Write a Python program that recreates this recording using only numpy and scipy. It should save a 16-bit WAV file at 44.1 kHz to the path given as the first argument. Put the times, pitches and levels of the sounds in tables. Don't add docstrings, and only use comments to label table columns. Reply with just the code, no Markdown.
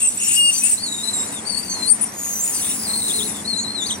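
import sys
import numpy as np
from scipy import signal
from scipy.fft import rfft, irfft
from scipy.io import wavfile

SR = 44100
rng = np.random.default_rng(int(sys.argv[2]) if len(sys.argv) > 2 else 0)


def wav_out(sig):
    wavfile.write(sys.argv[1], SR, np.round(np.clip(np.atleast_2d(sig).T, -1, 1) * 32767).astype(np.int16))


N = 176400
T = np.arange(N) / SR


# (time [s], pitch [Hz], level [dB])
SQUEAL_PATHS = [
    [(.33, 5000, -37), (.41, 4520, -39), (.465, 4720, -26), (.515, 4480, -45), (.565, 4630, -28.5),
     (.595, 4400, -42)],
    [(.775, 3910, -36), (.8, 4410, -38.5), (.825, 4630, -29), (.855, 4380, -28), (.89, 3900, -30),
     (.92, 3963, -26), (.96, 3726, -34.5), (1.018, 3800, -34), (1.032, 3976, -26), (1.13, 4013, -29.5),
     (1.16, 3900, -36.5), (1.235, 3710, -33.5), (1.275, 4160, -48), (1.4, 3400, -37)],
    [(1.455, 4390, -28), (1.49, 4615, -26), (1.524, 4530, -18), (1.543, 4430, -26), (1.555, 4510, -25.5),
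     (1.586, 4536, -20), (1.615, 4670, -43)],
    [(1.625, 4610, -34), (1.66, 4590, -38), (1.73, 4420, -32), (1.79, 4170, -34), (1.835, 4120, -26.5),
     (1.865, 4150, -31), (1.89, 4560, -27), (1.93, 4500, -53)],
    [(2.07, 5720, -41), (2.12, 5850, -37.5), (2.145, 6700, -41), (2.19, 6790, -33), (2.24, 6590, -26.5),
     (2.32, 6600, -29.5), (2.36, 6080, -25), (2.4, 6300, -28), (2.44, 6870, -32), (2.5, 6900, -28),
     (2.54, 6170, -29.5), (2.72, 6180, -50)],
    [(2.76, 5020, -44), (2.85, 5075, -32.5), (2.88, 4070, -32), (2.99, 4290, -29.5), (3.025, 3930, -30),
     (3.08, 4070, -35), (3.108, 3324, -24), (3.13, 4155, -31), (3.184, 4034, -29), (3.208, 3290, -29),
     (3.25, 4230, -32.5), (3.285, 3730, -42.5), (3.41, 3430, -42)],
    [(3.448, 3920, -33), (3.485, 4363, -25), (3.55, 4050, -27.5), (3.59, 4106, -25), (3.625, 4330, -32),
     (3.665, 4010, -28.5), (3.725, 4270, -30.5), (3.79, 3980, -29), (3.81, 3570, -29), (3.832, 3510, -22),
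     (3.855, 3890, -29), (3.874, 4850, -26.5), (3.897, 3750, -30), (3.91, 3044, -22.5), (3.923, 3990, -33),
     (3.945, 3050, -31)],
]
# (left over right [dB], added octave [dB], roughness [0-1])
SQUEAL_TONES = [(8, -17, 0.3), (4, -2.5, 0.21), (16, -4, 0), (8.5, -12, 0.11), (0.5, -7.5, 0.41),
                (4.5, -7, 0.54), (4, -9, 0.12)]

def squeal():
    out = np.zeros((2, N), complex)
    waver = 1 + .009 * wobble(90)
    shake, chatter = wobble(780), wobble(630)
    lost_grip = np.clip(wobble(110) - .5, 0, 1)
    flutter_db = 2.8 * np.array([wobble(90), wobble(90)]) - 11 * lost_grip
    for path, (side_db, octave_db, rough) in zip(SQUEAL_PATHS, SQUEAL_TONES):
        level = gain(curve(path, column=2) + 1.5) * fade(path[0][0], path[-1][0], .012, .0047)
        on = level > 0
        hz = curve(path) * (waver + rough * .033 * shake)
        wave = tone(hz[on])
        voice = wave + wave ** 2 * gain(octave_db)
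        out[:, on] += voice * level[on] * unit(1 + rough * chatter[on]) * pan(side_db)
    return microphone(out * gain(flutter_db))


# (start [s], length [s], first pitch [Hz], last pitch [Hz], level [dB],
# left over right [dB], roughness [0 smooth, 1 or more fully rough])
SHRIEK_EVENTS = [ (0.02, 0.046, 8200, 8170, -18.5, 3, 0), (.01, 0.07, 2720, 2700, -33.5, 3, 0.24),
                 (0.0725, 0.02, 8100, 7990, -17, -4, 0.3), (0.173, 0.0088, 7840, 8020, -22, -7, 0.54),
                 (.2, .18, 2726, 2790, -35, 3.5, 0.77), (0.278, 0.051, 8880, 8720, -22.5, 11, 0.1),
                 (0.37, 0.14, 2840, 2785, -20.5, 7, 0), (.385, 0.12, 8400, 8560, -19.5, 2.5, 0.16),
                 (0.527, 0.093, 6220, 6020, -28, 3, 0.5), (0.619, 0.065, 2576, 2720, -34, 5, 0.44),
                 (0.634, 0.025, 9400, 9450, -19, 16, 0.9), (0.721, 0.026, 8250, 7960, -17, -3, 0.1),
                 (.21, 0.13, 6920, 6800, -31.5, -8, 0.45), (0.845, 0.18, 6840, 6840, -37.5, -4, 0),
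                 (1.132, 0.11, 7570, 7600, -25, -2, 0.23), (1.697, 0.055, 6275, 6240, -27, -4, 0.28),
                 (1.859, 0.048, 9900, 9560, -27, 5, 1), (1.875, 0.041, 8860, 9100, -21.5, 17, 0.4),
                 (1.9, .032, 8810, 8670, -12, 17, 0.08), (1.933, 0.02, 9500, 9600, -23.5, 8, 0.8),
                 (2.011, 0.038, 9630, 9650, -21, 11, 1.2), (2.436, 0.4, 10270, 10260, -32, -1, 0.54),
                 (2.407, 0.045, 7410, 7400, -25, -4, 0.6), (2.532, 0.075, 5110, 4420, -38, 4, 1.1),
                 (2.62, .11, 3530, 3700, -39, 0, 1.17), (2.877, 0.34, 8300, 9000, -27, 1, 0.57),
                 (3.229, 0.1, 10120, 10920, -30.5, 7, 0.8), (3.576, 0.063, 6730, 6790, -30.5, -6, 0.1),
                 (3.817, 0.15, 6620, 5770, -37.5, 5, 0.2), (3.901, 0.029, 8340, 8240, -27.5, -5, .3)]
LOW_NOTE_HZ = 4000

def shrieks():
    out = np.zeros((2, N), complex)
    jitter = 1 + .0045 * wobble(96)
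    chatter = unit(wobble(630) + 1j * wobble(630))
    for start, length, from_hz, to_hz, db, side_db, rough in SHRIEK_EVENTS:
        end = start + length
        level = gain(db + 3) * fade(start, end, .001 + .12 * length, .01 + .026 * length)
        on = level > 0
        rough = min(rough, 1)
        grip = np.sqrt(1 - rough ** 2) + rough * np.roll(chatter, rng.integers(N))[on]
        wave = tone(np.interp(T[on], [start, end], [from_hz, to_hz]) * jitter[on])
        octave = wave ** 2 * gain(-18.5) * (from_hz < LOW_NOTE_HZ)
        out[:, on] += (wave + octave) * level[on] * grip * pan(side_db)
    return microphone(out)


# (time [s], level [dB])
SCRAPE_LEVELS = [(0, -22.5), (.05, -22.5), (.075, -28), (.17, -30), (.3, -18.5), (.38, -20.5), (.43, -35),
                 (.54, -21), (.6, -25.5), (.65, -20), (.72, -21.5), (.77, -32), (.9, -37), (1.18, -32),
                 (1.36, -30.5), (1.44, -37), (1.57, -28.5), (1.75, -36.5), (1.88, -32), (1.99, -36.5),
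                 (2.04, -27.5), (2.09, -40.5), (2.17, -39.5), (2.25, -28.5), (2.35, -41), (2.43, -28.5),
                 (2.7, -23.5), (2.79, -36), (2.92, -33), (3.0, -44), (3.12, -28.5), (3.3, -32),
                 (3.44, -41.5), (3.55, -38.5), (3.74, -43), (3.89, -35), (4, -43)]
# (pitch [Hz], rough width [Hz], level [dB])
STEEL_NOTES = [(2702, 1000, -7.5), (3490, 1800, -12.5), (5975, 950, -9.5), (7100, 436, -17),
               (7900, 1900, 5), (8770, 280, 7), (9536, 290, 2), (10820, 1100, -6), (13600, 2400, -17.5)]
SCRAP_LEFT_DB = 3.5

def scrape(slips_per_s=2300):
    slips = (rng.random(N) < slips_per_s / SR) * rng.choice([-1, 1], N)
    steel = 0
    for hz, width, db in STEEL_NOTES:
        note = unit(ring(ring(slips, hz, .5 * width), hz, 2 * width))
        drift = tone(hz * .018 * wobble(28))
        steel = steel + note * drift * gain(db + 2.2 * wobble(50))
    return microphone(unit(steel) * gain(curve(SCRAPE_LEVELS) + .5) * pan(SCRAP_LEFT_DB))


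def squeaks(per_s=100, average_s=.035, max_glide=.05):
    out = np.zeros((2, N))
    high_notes = [note for note in STEEL_NOTES if note[0] > LOW_NOTE_HZ]
    for start, pick, size, detune, glide, place in rng.random((int(per_s * N / SR), 6)):
        hz, width, db = high_notes[int(pick * len(high_notes))]
        end = min(N, int(start * N + average_s * (.5 + size) * SR))
        on = np.arange(int(start * N), end)
        age = np.linspace(0, 1, len(on))
        pitch = (hz + width * (detune - .5)) * (1 + max_glide * (2 * glide - 1) * age)
        left_lead = np.array([[place / 2], [0]])
        cycles = np.cumsum(pitch) / SR + left_lead
        out[:, on] += gain(db / 2) * np.sin(np.pi * age) * np.cos(2 * np.pi * cycles)
    return out * gain(curve(SCRAPE_LEVELS) - 2) * pan(SCRAP_LEFT_DB)


# (time [s], level [dB])
HISS_LEVELS = [(0, -52), (.14, -30), (.32, -29), (.5, -30.5), (.7, -23), (.85, -32), (1.2, -26.5),
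               (1.42, -47), (1.87, -28.5), (2.1, -42), (2.25, -28), (2.5, -28.5), (2.8, -26.5), (3.2, -24),
               (3.42, -30.5), (3.75, -47), (3.9, -30), (4, -56)]
# (frequency [Hz], level [dB])
HISS_SHAPE = [(2000, 3.5), (3500, 4.5), (5000, 12.5), (6500, 15), (10300, 22), (11800, 10.5), (16000, -5)]
# (time [s], level [dB])
CHIP_CLICKS = [(1.571, -44), (3.082, -31)]
# (start [s], end [s], level [dB])
FAST_SLIDES = [(0.245, .76, -39), (2.3, 3.264, -32)]
# (frequency [Hz], level [dB])
SIZZLE_SHAPE = [(10500, -43), (13000, -1), (15500, 5)]

def hiss_and_clicks(click_decay_s=.013):
    hiss = noise(HISS_SHAPE, (2, N))
    level = gain(curve(HISS_LEVELS) - 5.5 + wobble(53))
    for at, db in CHIP_CLICKS:
        level += gain(db) * (T >= at) * np.exp(-np.abs(T - at) / click_decay_s)
    fast = sum(gain(db) * fade(start, end, .1, .1) for start, end, db in FAST_SLIDES)
    sizzle = noise(SIZZLE_SHAPE, (2, N)) * fast
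    return (hiss * level + sizzle) * pan(SCRAP_LEFT_DB)


# (pitch [Hz], width [Hz], level [dB])
HUM_NOTES = [(220.5, 13.4, -45.5), (195.4, 29, -51), (285.1, 31, -48.5)]
# (start [s], end [s], pitch [Hz], width [Hz], level [dB])
HOUSING_GROAN = (3.12, 3.28, 415, 45, -39)
# (frequency [Hz], level [dB])
RUMBLE_SHAPE = [(20, -50), (43, -44), (81, -7), (141, -11), (209, -3.5), (249, -6.5), (310, -11.5),
                (400, -12), (520, -18.5), (880, -120)]
# (time [s], level [dB])
RUMBLE_LEVELS = [(0, -41), (.7, -41.5), (1.2, -37), (2.0, -38), (2.4, -41), (2.8, -36), (4, -35.5)]
# (frequency [Hz], level [dB])
CHURN_SHAPE = [(200, -19), (350, 5), (550, 4.5), (750, 6.5), (1000, 6), (1400, -0.5), (2000, 2.5),
               (3000, -10), (6000, -4), (12000, -52)]
# (time [s], level [dB])
CHURN_LEVELS = [(0, -47.5), (.8, -45), (1.2, -38.5), (1.7, -42), (1.8, -38.5), (1.93, -43.5), (2.0, -40),
                (2.4, -41.5), (2.77, -41.5), (2.85, -40.5), (4, -40)]

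def machine():
    def housing_note(hz, width, db):
        shaking = rng.standard_normal(N)
        return gain(db) * unit(ring(ring(shaking, hz, width), hz, width).real)

    start, end, *note = HOUSING_GROAN
    groan = housing_note(*note) * fade(start, end, end - start, (end - start) / 2)
    swell = gain(curve(RUMBLE_LEVELS))
    hum = stereo(lambda: sum(housing_note(*row) for row in HUM_NOTES), spread=.29) * unit(swell)
    rumble = stereo(lambda: noise(RUMBLE_SHAPE), spread=.052) * swell
    churn = stereo(lambda: noise(CHURN_SHAPE), spread=.86)
    churn *= gain(curve(CHURN_LEVELS) + .5 + wobble(10.6))
    return hum * gain(1) + groan + rumble * gain(-3.5) + churn * pan(-2.5)


def echoes(sound, die_away_s=.16, db=-10):
    t = T[:SR // 2]
    tail = rng.standard_normal((2, len(t))) * gain(-60 * t / die_away_s)
    tail /= np.sqrt(np.sum(tail ** 2, axis=1, keepdims=True))
    return gain(db) * signal.fftconvolve(sound, tail, axes=1)[:, :N]


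def gain(db):
    return 10 ** (np.asarray(db) / 20)


def unit(x):
    return x / np.sqrt(np.mean(np.abs(x) ** 2))


def curve(rows, column=1):
    rows = np.array(rows, float)
    return np.interp(T, rows[:, 0], rows[:, column])


def fade(start, end, rise_s, fall_s):
    return np.clip((T - start) / rise_s + .5, 0, 1) * np.clip((end - T) / fall_s + .5, 0, 1)


def wobble(rate):
    f = np.fft.rfftfreq(N, 1 / SR)
    return unit(irfft(rfft(rng.standard_normal(N)) / (1 + (2 * f / rate) ** 4), N))


def noise(shape, size=N):
    hz, db = np.array(shape, float).T
    f = np.fft.rfftfreq(N, 1 / SR) + 1e-3
    weights = gain(np.interp(np.log(f), np.log(hz), db))
    return unit(irfft(rfft(rng.standard_normal(size)) * weights, N))


def tone(hz):
    return np.exp(2j * np.pi * np.cumsum(hz) / SR)


def ring(x, hz, width):
    pole = np.exp((2j * np.pi * hz - np.pi * width) / SR)
    return signal.lfilter([1 - abs(pole)], [1, -pole], x)


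def pan(db):
    sides = gain(np.array([[db], [-db]]) / 2)
    return unit(sides)


def stereo(make, spread):
    return make() + spread * make() * np.array([[1], [-1]])


def microphone(wave, gap_radians=1.73):
    return np.sqrt(2) * np.real(wave * np.exp(.5j * gap_radians * np.array([[1], [-1]])))


def scene():
    rubbing = squeal() + shrieks() + scrape() + squeaks() + hiss_and_clicks()
    return rubbing + echoes(rubbing) + machine()


def record(dry, top_hz=15900):
    return signal.sosfilt(signal.ellip(10, .2, 80, top_hz, fs=SR, output="sos"), dry)


dry = scene()
out = record(dry)
wav_out(out)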